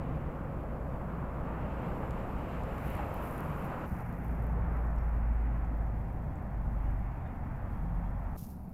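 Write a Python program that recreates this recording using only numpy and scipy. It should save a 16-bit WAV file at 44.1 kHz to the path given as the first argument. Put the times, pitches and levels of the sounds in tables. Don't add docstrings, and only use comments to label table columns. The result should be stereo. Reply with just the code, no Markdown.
import sys
import numpy as np
from scipy import signal
from scipy.fft import rfft, irfft
from scipy.io import wavfile
from scipy.ndimage import uniform_filter1d

SR = 44100
rng = np.random.default_rng(int(sys.argv[2]) if len(sys.argv) > 2 else 0)


def log_audio(samples):
    frames = np.atleast_2d(samples).T
    limited = np.clip(frames, -1, 1)
    pcm = np.round(limited * 32767).astype(np.int16)
    wavfile.write(sys.argv[1], SR, pcm)


def decibels_to_gain(level_db):
    exponent = np.asarray(level_db, float) / 20
    return 10 ** exponent


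N = 384993
T = np.arange(N) / SR
F = np.fft.rfftfreq(N, 1 / SR)

SPOT_CHANGES = [3.861, 8.366]
# frequency_hz, lead_rad
PORT_LEAD = [(400, 0), (1030, .1), (1980, -.3), (3190, -2.), (4480, -2.8), (6290, -3.1), (7750, -6.4),
             (13200, -11.6)]


def level(x, db):
    return x * decibels_to_gain(db) / np.sqrt(np.mean(x ** 2))


def over_hz(table):
    hz, value = np.transpose(table)
    return np.interp(np.log(F + 1), np.log(hz + 1), value)


def over_time(rows):
    s, *columns = np.transpose(rows)
    return [np.interp(T, s, column) for column in columns]


def by_spot(rows):
    return np.asarray(rows, float)[np.searchsorted(SPOT_CHANGES, T)].T


def walk(rate):
    hold = int(SR / rate)
    steps = np.repeat(rng.standard_normal(N // hold + 1), hold)
    return 1.046 * uniform_filter1d(uniform_filter1d(steps, hold), hold)[:N]


def bump(centre_s, length_s):
    return np.exp(-((T - centre_s) / length_s) ** 2)


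def sides(pan_db):
    return decibels_to_gain(np.array([pan_db, -pan_db]) / 2)


def ports(shared, own, colour, lean_db):
    # frequency_hz, share_0_to_1
    coherence = [(40, .998), (70, .995), (120, .997), (200, .996), (380, .96), (640, .84), (1400, .58),
                 (3100, .55), (5500, .58), (8000, .3), (15000, .2)]
    alike = np.clip(over_hz(coherence), 0, 1)
    turn = np.exp(1j * over_hz(PORT_LEAD) * np.array([[1], [0]]))
    both = np.sqrt(alike) * turn * rfft(shared) + np.sqrt(1 - alike) * rfft(own)
    return level(irfft(both * decibels_to_gain(over_hz(colour)) * sides(lean_db), N), 0)


def noise(colour, lean_db):
    # frequency_hz, share_0_to_1
    lean_share = [(200, 0), (380, .12), (700, .6), (1290, 1), (2380, 1), (4400, .35), (8000, 0)]
    return ports(rng.standard_normal(N), rng.standard_normal((2, N)), colour, lean_db * over_hz(lean_share))


def patchy(x, slow_db, quick_db):
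    band_edges = (90, 140, 210, 300, 420, 560, 750, 1000, 1350, 1800, 2400)
    below = [0 * F] + [1 / (1 + (F / hz) ** 8) for hz in band_edges] + [1 + 0 * F]
    spectrum = rfft(x)
    out = 0
    for lower, upper in zip(below, below[1:]):
        flicker = decibels_to_gain(slow_db * walk(5) + quick_db * walk(35))
        out = out + flicker * irfft(spectrum * (upper - lower), N)
    return out


def spots():
    fade_out_s, fade_in_s = .0004, .009
    a, b = SPOT_CHANGES
    first = np.clip((a - T) / fade_out_s, 0, 1)
    second = (1 - first) * np.clip((b - T) / fade_out_s, 0, 1)
    third = np.clip((T - b) / fade_in_s, 0, 1)
    return first, second, third


def sweeper():
    # frequency_hz, density_db
    roar_open = [(120, -23), (170, 6), (280, -5), (400, -1.5), (534, -1.5), (892, -0.5), (1280, -5),
                 (1700, -13.5), (2200, -19), (2800, -22), (3500, -33), (4800, -37), (5800, -41.5),
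                 (7500, -44.5), (9000, -52)]
    # frequency_hz, density_db
    roar_behind = [(200, -3.5), (330, -2.5), (520, 1), (800, -1.5), (1300, -4.5), (1900, -11.5),
                   (2400, -17.5), (2900, -27), (3600, -42), (5000, -63)]
    # time_s, level_db, brush_over_level_db, drone_over_level_db
    sweep_course = [(0, -57.5, 11, 0), (.4, -47, -4, -4), (.8, -53, -8, 4), (1.15, -47, -8, 0.5),
                    (1.5, -44.5, 0, -1.5), (2.0, -45, 5, 5.5), (2.4, -45, 5.5, 3.5), (2.8, -43.5, 8, -0.5),
                    (3.05, -42, 3.5, -1.5), (3.45, -41, 2.5, -1), (3.85, -41, 4, -2), (3.87, -47, 3.5, -5),
                    (4.3, -48, 5, 3), (4.7, -45, -4.5, -0.5), (5.2, -48, 1.5, -3.5), (5.6, -50, 2.5, -2),
                    (6.1, -53, 0, 3), (6.5, -50.5, -2, -1), (6.9, -53, 7, -11), (7.3, -52, 7, -13),
                    (7.6, -49.5, 1, -12), (7.8, -52, -2, -6), (8.1, -50, 0, -6), (8.36, -49.5, 0, -8)]
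    # centre_s, rise_db, length_s
    roar_flares = [(2.03, 3, .03), (3.0, 4, .025)]
    part_edges = (700, 2250)
    flare_db = sum(db * bump(s, length) for s, db, length in roar_flares)
    first, second, _ = spots()
    roar = first * noise(roar_open, -14) + second * noise(roar_behind, -3.5)
    spectrum = rfft(patchy(roar, slow_db=0.94, quick_db=1.5))
    low, below_top = (1 / (1 + (F / hz) ** 6) for hz in part_edges)
    drone = irfft(spectrum * low, N)
    fan = irfft(spectrum * (below_top - low), N)
    brush = irfft(spectrum * (1 - below_top), N)
    level_db, brush_db, drone_db = over_time(sweep_course)
    parts = decibels_to_gain(drone_db + flare_db + 1.2 * walk(20)) * drone
    parts = parts + decibels_to_gain(flare_db + .5 * walk(20)) * fan
    parts = parts + decibels_to_gain(brush_db + 1.7 * walk(9.4)) * brush
    return decibels_to_gain(level_db + 0.45 * walk(12)) * parts


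def clanks():
    # time_s, drive_db
    casing_knocks = [(2.033, -33), (2.953, -36), (2.993, -22)]
    # frequency_hz, gain_db, t60_s
    casing_modes = [(820, -1, .04), (940, -6, .035), (1240, -10, .03)]
    out = 0
    for s, db in casing_knocks:
        age = np.clip(T - s, 0, None)
        onset = 1 - np.exp(-(age / .0015) ** 2)
        ring = sum(decibels_to_gain(gain_db - 60 * age / t60) * np.sin(2 * np.pi * hz * age)
                   for hz, gain_db, t60 in casing_modes)
        out = out + decibels_to_gain(db) * onset * ring
    return out * sides(-7)[:, None] / 2


def diesel():
    # time_s, rate_hz
    firing_rate = [(3.87, 58.6), (4.27, 57.5), (4.74, 56.9), (5.0, 55.8), (5.57, 54.4), (5.75, 53.4),
                   (6.2, 53.1), (6.45, 50.9), (6.75, 50.7), (6.9, 49.9), (7.2, 49.1), (7.57, 47.8),
                   (7.89, 46.4), (8.36, 46.4)]
    # time_s, rms_db
    firing_tone = [(3.87, -45), (4.15, -46), (4.3, -35.5), (4.7, -32), (5.0, -32), (5.3, -30), (5.7, -32.5),
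                   (5.9, -33.5), (6.1, -39), (6.28, -40), (6.42, -50), (6.55, -34.5), (6.9, -31.5),
                   (7.3, -46.5), (7.55, -47), (7.86, -35), (8.1, -36), (8.36, -39.5)]
    # time_s, rms_db
    second_order = [(3.87, -48), (4.7, -51), (5.3, -69), (5.7, -47), (6.0, -44), (6.35, -46.5), (6.55, -54),
                    (6.9, -45.5), (7.1, -48), (7.3, -57), (7.55, -43), (7.8, -45), (8.0, -49),
                    (8.15, -41.5), (8.36, -47.5)]
    # time_s, third_rms_db, fourth_rms_db
    upper_orders = [(3.87, -50, -60), (4.4, -51.5, -57), (4.65, -42.5, -60), (4.85, -54, -63),
                    (5.2, -53, -54.5), (5.6, -60, -66), (6.1, -53.5, -63), (6.6, -61, -59), (7.0, -60, -58),
                    (7.4, -59, -60), (7.7, -66, -56), (8.36, -66, -67)]
    rate_hz = over_time(firing_rate)[0] * (1 + .0015 * walk(9))
    turn = 2 * np.pi * np.cumsum(rate_hz) / SR
    out = decibels_to_gain(over_time(firing_tone)[0] + 0.81 * walk(25)) * np.sin(turn)
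    out = out + decibels_to_gain(over_time(second_order)[0] + 1.5 * walk(7.5)) * np.cos(2 * turn)
    third_db, fourth_db = over_time(upper_orders)
    out = out + decibels_to_gain(third_db + 1.5 * walk(6)) * np.sin(3 * turn)
    out = out + decibels_to_gain(fourth_db + 1.5 * walk(6)) * np.cos(4 * turn)
    late = np.roll(out, 3)
    return np.sqrt(2) * np.array([late, out])


def grains(rate, spread_db, top_db):
    hit = rng.random((3, N)) < rate / SR
    size_db = np.minimum(spread_db * rng.exponential(size=(3, N)), top_db)
    return hit * rng.choice([-1, 1], (3, N)) * decibels_to_gain(size_db)


def snow_and_swish():
    # frequency_hz, density_db
    bright_ring, dull_ring = [(8000, -28), (9300, -2), (11000, 0.5), (12800, 4), (14200, -1), (15200, 0),
                              (16000, -21)], [(1500, -28), (2500, -8), (3500, -7.5), (5000, -1),
                                                 (6000, 1), (7300, -3.5), (8600, -6), (9500, -35)]
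    # bright_level_db, dull_over_bright_db, left_minus_right_db
    steady_patter = [(-87, -3.5, -15), (-78.5, -5, -2), (-83.5, -24, -23)]
    # peak_s, peak_db, rise_s, fall_s
    burst_rows = [(2.88, -65, .12, 0.19), (3.28, -63, 0.1, 0.2), (3.58, -73, 0.064, 0.11),
                  (3.87, -70.5, .01, 0.092), (4.0, -76, 0.036, 0.06), (4.1, -80, .04, 0.07),
                  (4.26, -79, 0.065, 0.075), (4.5, -85, 0.18, 0.073), (4.74, -82, 0.03, .15),
                  (7.76, -83, 0.048, 0.1), (8.39, -61, 0.02, 0.051), (8.435, -68.5, 0.025, 0.053),
                  (8.5, -80, .025, .09)]
    # dull_over_bright_db, left_minus_right_db
    burst_tone = [(-15, -9.5), (-9, -16), (-5, -16)]
    fall_shape = 1.17
    hits = grains(6000, spread_db=3.4, top_db=22)
    bright, dull = (ports(hits[0], hits[1:], ring, 0 * F) for ring in (bright_ring, dull_ring))
    steady_db, dull_db, pan_db = by_spot(steady_patter)
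    out = decibels_to_gain(steady_db) * (bright + decibels_to_gain(dull_db) * dull) * sides(pan_db)
    burst = 0
    for s, db, rise, fall in burst_rows:
        rising = ((T - s) / rise) ** 2
        falling = np.abs((T - s) / fall) ** fall_shape
        burst = burst + decibels_to_gain(db) * np.exp(-np.where(T < s, rising, falling))
    dull_db, pan_db = by_spot(burst_tone)
    out = out + burst * (bright + decibels_to_gain(dull_db) * dull) * sides(pan_db)
    return out * decibels_to_gain(1.3 * walk(70) + 1.3 * walk(20))


def stray_ticks(count=24):
    middle_db, spread_db = -69, 8
    dull_hz, bright_hz = 6700, 12600
    when, size, kind = rng.random((count, 3)).T
    size_db = middle_db + spread_db * (2 * size - 1)
    return [(s * (T[-1] - .01), db, bright_hz if k > .5 else dull_hz, db - 14, -10)
            for s, db, k in zip(when, size_db, kind)]


def ticks():
    # time_s, ring_envelope_peak_db, ring_hz, knock_mode_db, left_minus_right_db
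    hard_grains = [(1.886, -53, 10500, -70, -10), (2.1086, -49, 10000, -44, -10),
                   (2.137, -59, 13500, -75, 10), (2.6362, -61, 8500, -49, -10),
                   (2.783, -53, 9000, -48, -10), (2.9037, -38, 13000, -65, -12),
                   (2.9524, -41, 10500, -58, -11), (2.968, -41, 11500, -58, -12),
                   (3.143, -37, 12900, -58, -14), (3.238, -44, 12500, -68, -11),
                   (3.312, -38, 11000, -64, -8), (3.3807, -42, 11000, -54, -18),
                   (3.4062, -39, 12500, -53, -19), (3.5224, -48, 13100, -68, -12),
                   (3.6262, -49, 13000, -75, -12), (3.6455, -45, 13000, -62, -14),
                   (3.6525, -46, 12000, -62, -14), (3.879, -49, 12500, -70, -18),
                   (3.9204, -50, 11900, -67, -18), (3.9664, -58, 12000, -60, -15),
                   (3.9864, -54, 13500, -80, -18), (4.008, -55, 10000, -60, -15),
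                   (4.064, -56, 11000, -72, -15), (4.1275, -49, 12500, -55, -12),
                   (4.139, -56, 13000, -62, -12), (4.1754, -57, 12000, -80, -15),
                   (4.1874, -51, 13200, -80, -20), (4.2457, -48, 13600, -74, -20),
                   (4.2625, -55, 12500, -80, -18), (4.2825, -50, 11500, -75, -18),
                   (4.425, -52, 11000, -75, -15), (4.4687, -51, 13200, -73, -20),
                   (4.7242, -55, 13000, -78, -18), (4.7708, -55, 12000, -60, -14),
                   (4.8712, -63, 7500, -64, -13), (4.9065, -63, 6200, -70, -13),
                   (4.962, -64, 7500, -66, -13), (4.9862, -61, 5540, -65, 16), (5.65, -66, 6000, -66, -12),
                   (5.7728, -56, 13500, -80, 15), (6.0995, -60, 10500, -70, -13),
                   (6.225, -66, 7500, -70, -3), (6.357, -57, 7000, -60, -4), (6.993, -55, 11000, -69, -15),
                   (7.12, -68, 6000, -66, -10), (7.223, -70, 6000, -65, -10), (7.2755, -70, 6000, -65, -10),
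                   (7.5587, -66, 9000, -65, -12), (7.7313, -62, 10000, -62, -12),
                   (7.8426, -64, 10000, -64, -12), (8.1927, -58, 11100, -74, -15),
                   (8.2415, -57, 12500, -64, -12), (8.3793, -47, 13000, -58, -17),
                   (8.3883, -43, 13000, -60, -17), (8.3957, -43, 12000, -55, -20),
                   (8.415, -48, 12500, -62, -19), (8.431, -45, 12000, -55, -19),
                   (8.4895, -52, 13500, -70, -19), (8.5025, -48, 12500, -63, -19),
                   (8.53, -53, 12000, -75, -19), (8.5674, -57, 9500, -73, -12),
                   (8.6351, -56, 13300, -80, -20), (8.6525, -62, 12000, -66, -9),
                   (8.6935, -50, 14000, -80, -17), (8.7025, -57, 12500, -80, -18),
                   (8.7162, -58, 13000, -82, -14)]
    housing_modes = (4700, 6800)
    ring_cycles = 1.7
    out = np.zeros((2, N))
    t = np.arange(200) / SR
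    for s, db, hz, knock_db, pan_db in hard_grains + stray_ticks():
        i = int(s * SR)
        age = t * hz / ring_cycles
        envelope = np.e * 2 * age * np.exp(-2 * age)
        ring = decibels_to_gain(db) * envelope * np.sin(2 * np.pi * hz * t)
        housing = sum(np.sin(2 * np.pi * mode_hz * t) for mode_hz in housing_modes)
        knock = decibels_to_gain(knock_db) * np.exp(-t / 0.00026) * housing
        out[:, i:i + len(t)] += (ring + knock) * sides(pan_db)[:, None]
    left = irfft(rfft(out[0]) * np.exp(1j * over_hz(PORT_LEAD)), N)
    return np.array([left, out[1]])


def gusts():
    # centre_s, shared_level_db, length_s
    gust_pushes = [(3.929, -30.5, 0.011), (4.313, -42.5, 0.12), (4.533, -43, 0.12), (6.276, -46, 0.058),
                   (6.38, -47, 0.13), (8.424, -37.5, 0.012)]
    push = sum(decibels_to_gain(db) * bump(s, length) for s, db, length in gust_pushes)
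    low_band = signal.butter(4, [45, 190], "band", fs=SR, output="sos")
    air = signal.sosfilt(low_band, rng.standard_normal((2, N)))
    both, apart = level(air, 0)
    return push * (both + 0.29 * apart * np.array([[1], [-1]]))


def enveloped_sines(table, rough):
    shake = rough * walk(400)
    out = 0
    for s, hz, db, length in table:
        out = out + np.sqrt(2) * decibels_to_gain(db) * bump(s, length) * np.sin(2 * np.pi * hz * T + shake)
    return out


def squeaks():
    # centre_s, pitch_hz, peak_rms_db, length_s
    rough_squeaks = [(4.975, 5550, -83, .006), (4.99, 5550, -80, .005), (5.013, 5550, -81, .009),
                     (5.09, 5450, -85, .005), (6.88, 2900, -75, .02), (7.235, 3620, -86, .015),
                     (7.27, 3620, -78, .015), (7.79, 3300, -85, .02), (8.065, 3900, -86, .01),
                     (8.07, 3320, -81, .03), (8.16, 3300, -84, .03)]
    return enveloped_sines(rough_squeaks, rough=.9)


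def airy():
    # time_s, level_db
    airy_course = [(0, -80), (1.0, -76), (1.7, -77), (1.95, -70.5), (2.6, -70), (3.05, -66.5), (3.5, -68.5),
                   (3.85, -69)]
    # frequency_hz, density_db
    airy_colour = [(3200, -11), (4200, -2), (4900, -2), (5900, -7), (6600, -5), (7400, 1), (8100, -4),
                   (8900, -7), (10500, -2), (12800, 4.5), (14200, -5), (15000, -12), (16000, -17)]
    left_lean_db = 20 + 0 * F
    hiss = ports(rng.standard_normal(N), rng.standard_normal((2, N)), airy_colour, left_lean_db)
    return decibels_to_gain(over_time(airy_course)[0] + .5 * walk(10)) * hiss


def brief_hums():
    # centre_s, pitch_hz, peak_rms_db, length_s
    brief_hum_rows = [(.3, 149.2, -48, 0.16), (1.15, 168, -44, 0.074), (1.9, 139.7, -46, 0.16),
                      (2.03, 120, -42, 0.055), (3.7, 124.7, -48, 0.17), (.6, 150, -45, 0.15),
                      (1.002, 140.7, -47.5, 0.22), (3.504, 151.6, -41.5, 0.062), (3.5, 173.6, -45, 0.099),
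                      (6.2, 147.2, -47, 0.24), (7.502, 130.8, -42, 0.12), (7.946, 169.6, -44, 0.21),
                      (8.55, 191.4, -49.5, 0.18)]
    return enveloped_sines(brief_hum_rows, rough=.1)


def hums(spot):
    # pitch_hz, arrival_rms_db, change_db_per_s
    hum_rows = [
        [(59.4, -43, -1.2), (122, -54.5, 0), (544.5, -58.5, 0)],
        [(76.2, -47.5, 0), (120, -47, -0.5)],
        [(70.1, -51, 3)],
    ]
    since = T - ([0] + list(SPOT_CHANGES))[spot]
    out = 0
    for hz, db, fade_db in hum_rows[spot]:
        cycles = np.cumsum(hz * (1 + 0.005 * walk(4.0))) / SR
        strength = decibels_to_gain(db + fade_db * since + 1.0 * walk(2.95))
        out = out + np.sqrt(2) * strength * np.sin(2 * np.pi * cycles)
    return out


def town(spot):
    # frequency_hz, density_db
    town_colour = [
        [(20, -11.5), (34, -4), (45, -7), (60, -3.5), (92, -8), (154, -5.5), (198, -10), (285, -14.5),
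         (400, -20.5), (540, -16), (700, -20.5), (1220, -26), (1500, -32.5), (2600, -42), (3400, -50.5),
         (5000, -66.5)],
        [(20, -7.5), (33, -0.5), (50, -9), (65, -7), (134, -7), (255, -13.5), (310, -20), (430, -28),
         (600, -23.5), (700, -21), (810, -20), (930, -23.5), (1030, -26), (1400, -35.5), (1910, -37.5),
         (2745, -51.5), (2762, -40), (2785, -53), (2900, -56), (3220, -53), (3330, -50), (3450, -55),
         (5000, -78)],
        [(20, 0.5), (65, -0.5), (142, -1.5), (190, 2), (230, -3), (347, -16.5), (500, -18), (800, -16),
         (1300, -28.5), (2000, -38), (2700, -42), (3100, -52), (4200, -72)],
    ]
    town_level = [-37.5, -39.5, -45]
    town_side = [-4.5, -1.7, -3.5]
    rumble = noise(town_colour[spot], town_side[spot]) * decibels_to_gain(town_level[spot] + .4 * walk(5))
    return patchy(rumble, slow_db=0.85, quick_db=1.26) + hums(spot)


def scene():
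    first, second, third = spots()
    machines = (first + second) * sweeper() + clanks() + second * diesel()
    near = snow_and_swish() + ticks() + gusts()
    everywhere = (first + second + third) * (near + squeaks() + brief_hums())
    towns = first * (town(0) + airy()) + second * town(1) + third * town(2)
    return machines + everywhere + towns


def microphone_hiss():
    # frequency_hz, density_db
    hiss_colour = [(2240, -22), (3800, -5), (4520, -2.5), (8610, -12.5), (12600, -6.5), (15100, -12),
                   (16000, -7.5)]
    return decibels_to_gain(-75) * noise(hiss_colour, 0)


def low_pass(x):
    return signal.sosfilt(signal.butter(12, 16140, fs=SR, output="sos"), x)


def record(dry):
    mix = dry + microphone_hiss()
    return low_pass(mix)


dry = scene()
out = record(dry)
log_audio(out)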